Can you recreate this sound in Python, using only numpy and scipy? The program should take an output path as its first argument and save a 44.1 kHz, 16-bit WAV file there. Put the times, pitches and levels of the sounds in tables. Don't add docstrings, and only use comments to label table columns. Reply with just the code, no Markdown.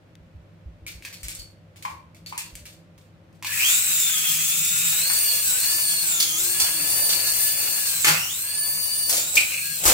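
import sys
import numpy as np
from scipy import signal
from scipy.fft import rfft, irfft, next_fast_len
from scipy.io import wavfile
from scipy.ndimage import uniform_filter1d, map_coordinates

SR = 44100
rng = np.random.default_rng(int(sys.argv[2]) if len(sys.argv) > 2 else 0)


def undo_db(level):
    steps = np.asarray(level, float) / 20
    return 10 ** steps


def digitize_waveform(pressure):
    field = np.atleast_2d(pressure).T
    bounded = np.clip(field, -1, 1)
    quanta = np.round(bounded * 32767).astype(np.int16)
    wavfile.write(sys.argv[1], SR, quanta)


N = 437913
T = np.arange(N) / SR


def unit(x):
    return x / np.sqrt(np.mean(x ** 2))


def filtered(x, gain):
    size = next_fast_len(x.shape[-1])
    hz = np.fft.rfftfreq(size, 1 / SR) + 1
    return irfft(rfft(x, size) * gain(hz), size)[..., :x.shape[-1]]


def shape(x, points):
    hz, db = np.transpose(points)
    return filtered(x, lambda f: undo_db(np.interp(np.log(f), np.log(hz), db)))


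def band(x, hz, width):
    return filtered(x, lambda f: 1 / (1 + ((f - hz ** 2 / f) / width) ** 2))


def walk(rate, channels=1):
    k = int(SR / rate)
    steps = np.repeat(rng.standard_normal((channels, N // k + 1)), k, axis=1)
    return 1.282 * uniform_filter1d(uniform_filter1d(steps, k), k)[:, :N]


def pair(alike):
    mid, side = rng.standard_normal((2, N))
    alike = np.clip(alike, 0, 1)
    return np.sqrt(alike) * mid + np.sqrt(1 - alike) * side * np.array([[1], [-1]])


# start_s, goal_mesh_hz, lag_s
THROTTLE_MOVES = [(3.419, 1946, 0.094), (3.585, 4062, 0.081), (3.84, 3382, 0.2), (4.102, 3286, 0.03),
                  (4.409, 3850, .26), (4.971, 4567, 0.079), (5.212, 4334, 0.16), (5.417, 3705, 0.071),
                  (5.537, 4730, .12), (5.759, 4295, 0.17), (6.023, 3202, .11), (6.368, 4547, 0.075),
                  (6.648, 3980, 0.025), (6.667, 4590, 0.097), (7.04, 4270, 0.38), (7.294, 4623, 0.2),
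                  (7.535, 4435, .114), (7.823, 3498, 0.31), (8.025, 1888, 0.058), (8.107, 3307, .2),
                  (8.28, 4585, 0.092), (9.108, 3100, 0.082), (9.213, 3915, .039), (9.477, 4318, 0.054),
                  (9.751, 3550, .081)]
START_HZ = 1510


def speed():
    hz = np.full(N, 1. * START_HZ)
    for s, goal_hz, lag in THROTTLE_MOVES:
        i = int(s * SR)
        hz[i:] = goal_hz + (hz[i] - goal_hz) * np.exp(-T[:N - i] / lag)
    return hz


TEETH = 21


def gear_mesh(turn, shaft, play, mesh_db, second_db):
    smear = 2 * np.pi * np.cumsum(75 * play * walk(300, channels=2), axis=1) / SR
    teeth = TEETH * turn + smear
    mesh = undo_db(mesh_db - 3 + 4 * walk(25, channels=2)) * np.sin(teeth)
    second = undo_db(second_db + 4 * walk(30, channels=2)) * np.sin(2 * teeth)
    third_db = uniform_filter1d(mesh_db, SR) - 8
    third = undo_db(third_db + 3 * walk(15, channels=2)) * np.sin(3 * teeth)
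    wobble = 1 + .5 * np.cos(shaft + 1)
    rough = unit(band(pair(0.95), 330, 530)) * np.sin(2 * TEETH * shaft)
    chatter = undo_db(uniform_filter1d(second_db, SR // 8) + 11.0) * (0.27 + play) * rough
    slap = unit(band(pair(.5), 90, 180)) * np.sin(TEETH * shaft)
    chatter += undo_db(mesh_db + 4) * play * slap
    return undo_db(11.0) * wobble * (mesh + second + third) + chatter


# turns_per_shaft_turn, level_db (under the brush tone)
MOTOR_TONES = [(8 / 3, -13.5), (8, 0), (32 / 3, -32), (40 / 3, -1), (16, -0.5)]


def brush_motor(turn, play, brush_db):
    steady_db = uniform_filter1d(brush_db, SR // 4)
    tones = 0
    for ratio, db in MOTOR_TONES:
        tones = tones + undo_db(steady_db + db + 5 * play * walk(30, channels=2)) * np.sin(ratio * turn)
    return undo_db(5.5) * tones


# pitch_hz, density_db (per Hz)
HISS_COLOUR = [(1760, -31.5), (3000, -12), (4000, -6.5), (5600, -5), (7600, 0), (9200, -1.5), (11500, -4),
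               (13000, -10.5), (14300, -4.5), (15500, 2), (15800, -2), (15950, -46)]


def blade_hiss(shaft, hiss_db):
    chop = 1 + 0.1 * np.cos(shaft / 3) + 0.064 * np.cos(shaft)
    level = undo_db(hiss_db + 4.5 + 1.25 * walk(30) + 1.0 * walk(200))
    return level * chop * unit(shape(pair(0.78), HISS_COLOUR))


# pitch_hz, density_db (per Hz)
BUZZ_COLOUR = [(300, -22), (1000, -10.5), (1250, -7.5), (1800, -3.5), (2450, 2.5), (2800, 3.5),
               (3300, -6.5), (4200, -9)]
# pitch_hz, width_hz, level_db (over the blade hiss)
LOOSE_PARTS = [
    (7660, 430, -2.5),
    (2520, 250, -12),
]
FLOOR_EDGE_HZ, AIRBORNE_LOWS_DB = 1130, 8


def frame_buzz(play, buzz_db, hiss_db):
    frame = unit(shape(pair(0.88), BUZZ_COLOUR))
    lows = filtered(frame, lambda f: 1 / (1 + (f / FLOOR_EDGE_HZ) ** 20))
    lows_gain = undo_db(AIRBORNE_LOWS_DB * (0.73 - play) * 2) - 1
    buzz = undo_db(buzz_db + 3.0 + 1.66 * walk(40) + 2 * walk(150)) * (frame + lows_gain * lows)
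    for hz, width, db in LOOSE_PARTS:
        buzz += undo_db(hiss_db + db + 1.5 * walk(60)) * play ** 2 * unit(band(pair(0.56), hz, width))
    return buzz


# start_s, level_db (at the phone), facing_db (gearbox to
FLIGHT_LEVELS = [(3.42, -70, 0), (3.49, -39, 9), (3.6, -30, 2), (3.71, -26, 2.5), (3.82, -30.5, 1.5),
                 (4.43, -28.5, -2), (5.3, -29.5, 0), (5.75, -30, -0.5), (6.25, -32, 1.5), (6.38, -31.5, 2.5),
                 (6.85, -31, -2.5), (7.5, -31, 0), (7.81, -30, -3.5), (8.1, -33.5, 0.5), (8.4, -37.5, 2.5),
                 (8.85, -35.5, 4), (9.3, -35.5, 1.5), (9.93, -35.5, -0.5)]
# start_s, gear_play (0-1)
GEAR_PLAY = [(3.4, 1), (4.9, 1), (5.1, .55), (6.8, .5), (6.9, .3), (7.1, .35), (7.3, .55), (8.4, .6),
             (8.6, .15), (9.05, .2), (9.2, .9), (9.93, .8)]
# mesh_hz, then mesh_db, second_multiple_db, brush_db, buzz_db (over the blade hiss)
SPEED_COLOURS = [(2300, -5, -12, -30, -5), (2630, -3, -17, -50, -2), (3320, -9.5, -11, -28, -8.5),
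                 (3550, -12, -6, -24, -7.5), (3850, -12.5, -3, -27, -8), (4010, -17, -9, -13, -8),
                 (4454, -5, -8, -17, -8.5), (4590, -7, -6, -18, -8)]
# mesh_db, second_multiple_db, brush_db, buzz_db
TRUE_RUN_GAINS = (1, 5, 0.5, -1.5)


def helicopter():
    s, loud_db, facing_db = np.transpose(FLIGHT_LEVELS)
    mesh_hz = uniform_filter1d(speed(), SR // 60)
    hiss_db = uniform_filter1d(np.interp(T, s, loud_db), SR // 30)
    play = np.interp(T, *np.transpose(GEAR_PLAY))
    hz, *colours = np.transpose(SPEED_COLOURS)
    layers_db = []
    for colour, true_db in zip(colours, TRUE_RUN_GAINS):
        layers_db.append(hiss_db + np.interp(mesh_hz, hz, colour) + true_db * (1 - 2 * play))
    mesh_db, second_db, brush_db, buzz_db = layers_db
    shaft = 2 * np.pi * np.cumsum(mesh_hz) / SR / TEETH
    turn = shaft + 0.023 * walk(6, channels=2) + 0.051 * walk(60)
    running = np.clip((T - s[0]) / 0.0092, 0, 1)
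    engaged = np.clip((T - 3.585) / 0.016, .3, 1)
    facing = undo_db(np.interp(T, s, facing_db))
    gearbox = gear_mesh(turn, shaft, play, mesh_db, second_db) + brush_motor(turn, play, brush_db)
    air_and_frame = blade_hiss(shaft, hiss_db) + frame_buzz(play, buzz_db, hiss_db)
    return running * (engaged * facing * gearbox + air_and_frame)


def knocks(rows, parts, body, gain_db, spread, tick):
    out = np.zeros((2, N))
    noise = pair(0.81) * undo_db(3.86 * walk(120))
    for j, (hz, width, rattle, ring, ring_width) in enumerate(body):
        push, ticks = np.zeros((2, N))
        for s, db, part in rows:
            i = int(s * SR)
            t = T[:min(SR // 4, N - i)]
            peak = undo_db(db + parts[part][j])
            push[i:i + len(t)] += peak * 0.39 * np.exp(-t / (rattle * spread))
            ticks[i + 8] += peak * tick
        out += band(ticks, hz, width) * SR / (np.pi * width)
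        dull = unit(band(noise, hz, width))
        sharp = unit(band(noise, hz, ring_width))
        out += push * ((1 - ring) * dull + ring * sharp)
    return undo_db(gain_db) * out


# start_s, peak_db, part_struck
BUMP_TIMES = [(3.649, -23, "shell"), (5.1, -21, "flat"), (5.699, -27, "legs"), (6.201, -9, "skid"),
              (6.219, -32, "skid"), (6.601, -9, "legs"), (7.093, -14, "legs"), (7.272, -20, "legs"),
              (7.859, -17, "skid"), (8.046, -6, "flat"), (8.07, -8, "flat"), (8.089, -19.5, "flat"),
              (8.119, -31, "shell"), (9.095, -10, "blade"), (9.128, -6.5, "blade"), (9.169, -12, "skid"),
              (9.355, -6.5, "blade"), (9.374, -27, "shell"), (9.838, -16, "hollow"), (9.854, -2, "hollow"),
              (9.879, -3, "blade"), (9.904, -32, "legs")]
TURNING_PARTS = {"hollow": (-8.5, -33, -28, 1), "shell": (-34, -28, -2, -11),
                 "skid": (-38.5, -38.5, 0, -3.5), "blade": (-33, -22, -11.5, -0.5),
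                 "legs": (-17.5, -37, 4, 0), "flat": (-13.5, -3, -8.5, -1.5)}
# pitch_hz, width_hz, rattle_s, ring_share (0-1), ring_width_hz
SPINNING_BODY = [
    (750, 1900, 0.032, 0.067, 900),
    (2000, 1400, 0.02, .3, 1400),
    (4500, 7200, 0.028, 0.39, 160),
    (7500, 7300, 0.019, 0.26, 11000),
]


def bumps():
    return knocks(BUMP_TIMES, TURNING_PARTS, SPINNING_BODY, gain_db=-1.08, spread=1.12, tick=2.16)


# start_s, peak_db, part_struck
CLACK_TIMES = [(0.866, -32, "legs"), (1.024, -43.5, "shell"), (1.05, -36.5, "shell"), (1.128, -37, "legs"),
               (1.232, -29, "blade"), (1.284, -21.5, "blade"), (1.35, -35.5, "skid"), (1.39, -53, "skid"),
               (1.76, -48.5, "flat"), (1.825, -36, "legs"), (1.852, -21.5, "hollow"), (2.147, -55, "flat"),
               (2.262, -34, "legs"), (2.326, -26.5, "hollow"), (2.378, -22, "blade"),
               (2.554, -31.5, "blade"), (2.655, -38.5, "legs"), (2.979, -56.5, "flat"),
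               (3.328, -59.5, "flat"), (3.426, -33.5, "flat"), (3.447, -28.5, "flat")]
RESTING_PARTS = {"hollow": (-4.5, -9, -38, -27), "shell": (-30, 3, 1, -4), "skid": (-37, -35, -6.5, 7.5),
                 "blade": (-50, -13, -7, -0.5), "legs": (-41, -8.5, 0.5, -6),
                 "flat": (-10.5, -3, 3.5, -5.5)}
# pitch_hz, width_hz, rattle_s, ring_share (0-1), ring_width_hz
RESTING_BODY = [
    (992, 236, 0.015, 0.18, 180),
    (2300, 840, 0.018, 0, 1800),
    (4450, 8300, 0.057, 0.16, 89),
    (8150, 3700, 0.011, 0.1, 4600),
]


def clacks():
    return knocks(CLACK_TIMES, RESTING_PARTS, RESTING_BODY, gain_db=0.23, spread=0.88, tick=2.53)


# start_s, pitch_hz, peak_db, ring_s
PING_TIMES = [
    (0.865, 2306, -36, 0.015),
    (1.049, 1757, -41.5, 0.022),
    (1.13, 4450, -48, .05),
    (1.39, 4450, -37, 0.024),
    (2.262, 4500, -36, 0.013),
    (2.378, 2620, -29.5, 0.02),
]


def pings():
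    quiver = .3 + walk(450)[0]
    out = np.zeros(N)
    for s, hz, db, ring in PING_TIMES:
        fade = (T > s) * np.exp(-np.abs(T - s) / ring)
        out += undo_db(db) * fade * quiver * np.sin(2 * np.pi * hz * T)
    return out


# pitch_hz, t60_s
ROOM_DECAY = [(300, 0.3), (1200, 0.45), (3000, 0.3), (8000, 0.29), (14000, 0.04)]


def room(dry, wet_db):
    t = T[:SR // 2]
    tail = np.zeros((2, len(t)))
    for hz, t60 in ROOM_DECAY:
        tail += band(rng.standard_normal((2, len(t))), hz, 1.52 * hz) * undo_db(-60 * t / t60)
    tail *= np.clip(t / 0.0056, 0, 1) / np.sqrt(np.sum(tail ** 2) / 2)
    return dry + undo_db(wet_db) * signal.fftconvolve(dry, tail, axes=1)[:, :N]


# start_s, peak_db, t60_s
SKID_CHATTER = [
    (3.449, -32, 1),
    (3.52, -40, 0.68),
    (3.597, -26, 0.32),
    (9.369, -15, 0.24),
    (9.52, -26, 0.52),
]
SWITCH_S, SWITCH_DB = .154, -48


def skids():
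    gain = sum((T > s) * undo_db(db - 60 * np.abs(T - s) / t60) for s, db, t60 in SKID_CHATTER)
    taps = pair(0.75) * undo_db(3.9 * walk(150))
    ring = unit(band(band(taps, 2510, 730), 2510, 730)) + 0.31 * unit(band(taps, 4100, 7500))
    fade = (T > SWITCH_S) * np.exp(-np.abs(T - SWITCH_S) / 0.0016)
    click = undo_db(SWITCH_DB) * fade * unit(band(taps, 2900, 5100))
    return room(undo_db(-1.5) * gain * ring, -5.0) + click


# start_s, pitch_hz, level_db
BOOM_PATH = [
    (5.65, 331, -58.5),
    (6.096, 331.3, -55),
    (6.138, 380.6, -46),
    (6.236, 313, -52),
    (6.466, 364, -50),
    (6.864, 289, -51.5),
    (7.0, 358, -79),
]


def boom():
    s, hz, db = np.transpose(BOOM_PATH)
    phase = 2 * np.pi * np.cumsum(np.interp(T, s, hz) + 7 * walk(30)[0]) / SR
    level_db = np.interp(T, s, db, left=-200, right=-200)
    return undo_db(level_db + 0.5 + 4.7 * walk(15)) * np.sin(phase)


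def wash(rows):
    power = 0
    for s, swell, fade, db in rows:
        power = power + undo_db(db) ** 2 * np.exp(-2 * np.abs(T - s) / np.where(T < s, swell, fade))
    return np.sqrt(power)


# start_s (at its height), swell_s, fade_s, peak_db
FLOOR_GUSTS = [(3.6, .15, 0.046, -55), (4.7, 0.41, 0.28, -44.5), (5.4, .2, .6, -53.5),
               (6.93, 0.54, .15, -50.5), (8.11, 0.042, 0.065, -36.5), (9.93, .12, 0.092, -39)]
# start_s (at its height), swell_s, fade_s, peak_db
WALL_GUSTS = [(3.6, .2, 1.7, -67), (5.36, .25, 0.068, -46), (6.35, 1, 0.32, -48.5),
              (7.05, 0.34, 0.45, -39.5), (7.65, .1, 0.18, -43), (8.08, 0.022, 0.064, -51),
              (8.85, 0.21, .2, -56), (9.13, 0.027, 0.11, -33), (9.36, 0.019, .07, -34),
              (9.89, 0.028, 0.42, -20.5)]


def draught():
    low = unit(band(pair(0.97), 157.4, 28.5))
    upper = unit(shape(pair(0.85), [(220, -10), (300, -4), (335, 0.5), (380, -6.5), (550, 1.0),
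                                    (800, -2), (1200, -13.0)]))
    return (T > FLIGHT_LEVELS[0][0]) * (wash(FLOOR_GUSTS) * low + wash(WALL_GUSTS) * upper)


# start_s, peak_db, pitch_hz, left_minus_right_db
HAND_THUMPS = [(0.2, -47, 80.7, -2), (0.348, -39, 86.1, -2), (0.658, -34.5, 73.3, -2),
               (0.819, -43.5, 71.4, 0.0), (0.948, -40, 69, -0.5), (1.236, -35, 61.9, 1.0),
               (1.388, -44.5, 57, 11.0), (1.919, -45, 99, 0.5), (2.059, -49, 98, 0.0),
               (2.219, -58, 61.9, -1), (2.527, -43, 60, -2), (2.617, -47, 75.4, 0.0),
               (6.615, -44.5, 87, 0.0), (9.358, -46, 59.4, 1), (9.858, -32.5, 62, 17)]


def thumps():
    out = np.zeros((2, N))
    for s, db, hz, pan_db in HAND_THUMPS:
        i = int(s * SR)
        t = T[:min(SR // 5, N - i)]
        sagging = np.sin(2 * np.pi * hz * t * (1 - 2.2 * t))
        ring = sagging * (1 - np.exp(-t / 0.0063)) * np.exp(-t / 0.029)
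        shove = np.sin(2 * np.pi * 24 * t) * np.exp(-t / 0.027) * np.array([[.3], [.05]])
        pan = np.array([[pan_db], [-pan_db]]) / 2
        out[:, i:i + len(t)] += undo_db(db + 7.0 + pan) * (ring + shove)
    return out


# pitch_hz, density_db (per Hz)
HOUSE_COLOUR = [(15, -61), (25, -24), (87, -1), (166, -4.5), (256, -10), (309, -10.5), (427, -15.5),
                (591, -15.5), (863, -22.5), (2480, -28), (12500, -50.5), (14400, -56), (16000, -61)]
# pitch_hz, level_db (rms), width_hz
HUM_BANDS = [(166.6, -58, 17.5), (323.5, -66.5, 11.6), (528, -68, 37), (598, -70, 19)]
HOUSE_LEVEL_DB = -52.5
MAINS_HZ, MAINS_DB = 99.7, -54.5


def house():
    air = shape(pair(0.96), HOUSE_COLOUR)
    high = shape(pair(0.091), [(hz, db - 30 * (hz < 500)) for hz, db in HOUSE_COLOUR])
    murmur = undo_db(HOUSE_LEVEL_DB - 3.5) * (air + high) / np.sqrt(np.mean(air ** 2))
    hum = sum(undo_db(db + 1.4 * walk(3.04)) * unit(band(pair(0.92), hz, width)) for hz, db, width in HUM_BANDS)
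    mains = undo_db(MAINS_DB + 2.5 * walk(7)) * np.sin(2 * np.pi * MAINS_HZ * T)
    return murmur + hum + mains


def scene():
    blows = clacks() + bumps() + pings()
    left, right = blows + undo_db(-2.0) * helicopter()
    drift = 9 * walk(2)[0]
    right = map_coordinates(right, [np.arange(N) + drift], order=3)
    near = room(np.array([left, right]), -1.87)
    return near + skids() + boom() + draught() + thumps() + house()


def top_cut(x):
    return signal.sosfilt(signal.butter(12, 16640, fs=SR, output="sos"), x)


def record(dry):
    fast = speed() > 4150
    for hz, width, often in [(3150, 220, -.5), (3800, 250, .7), (3450, 170, 1.1)]:
        gap = uniform_filter1d(1. * (fast & (walk(45)[0] > often)), SR // 100)
        edges = [hz - width / 2, hz + width / 2]
        sos = signal.butter(4, edges, "band", fs=SR, output="sos")
        dry = dry - gap * signal.sosfiltfilt(sos, dry)
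    dry = filtered(dry, lambda f: np.clip((15950 - f) / 150, .001, 1))
    tilt = [(100, 0), (9000, 0.0), (12000, 2.5), (14000, 12.5), (15700, 0.0)]  # (Hz, dB)
    left = shape(dry[0], tilt)
    right = shape(dry[1], [(hz, -db) for hz, db in tilt])
    mix = np.tanh(1.113 * np.array([left, right])) / 1.076
    return top_cut(mix)


dry = scene()
out = record(dry)
digitize_waveform(out)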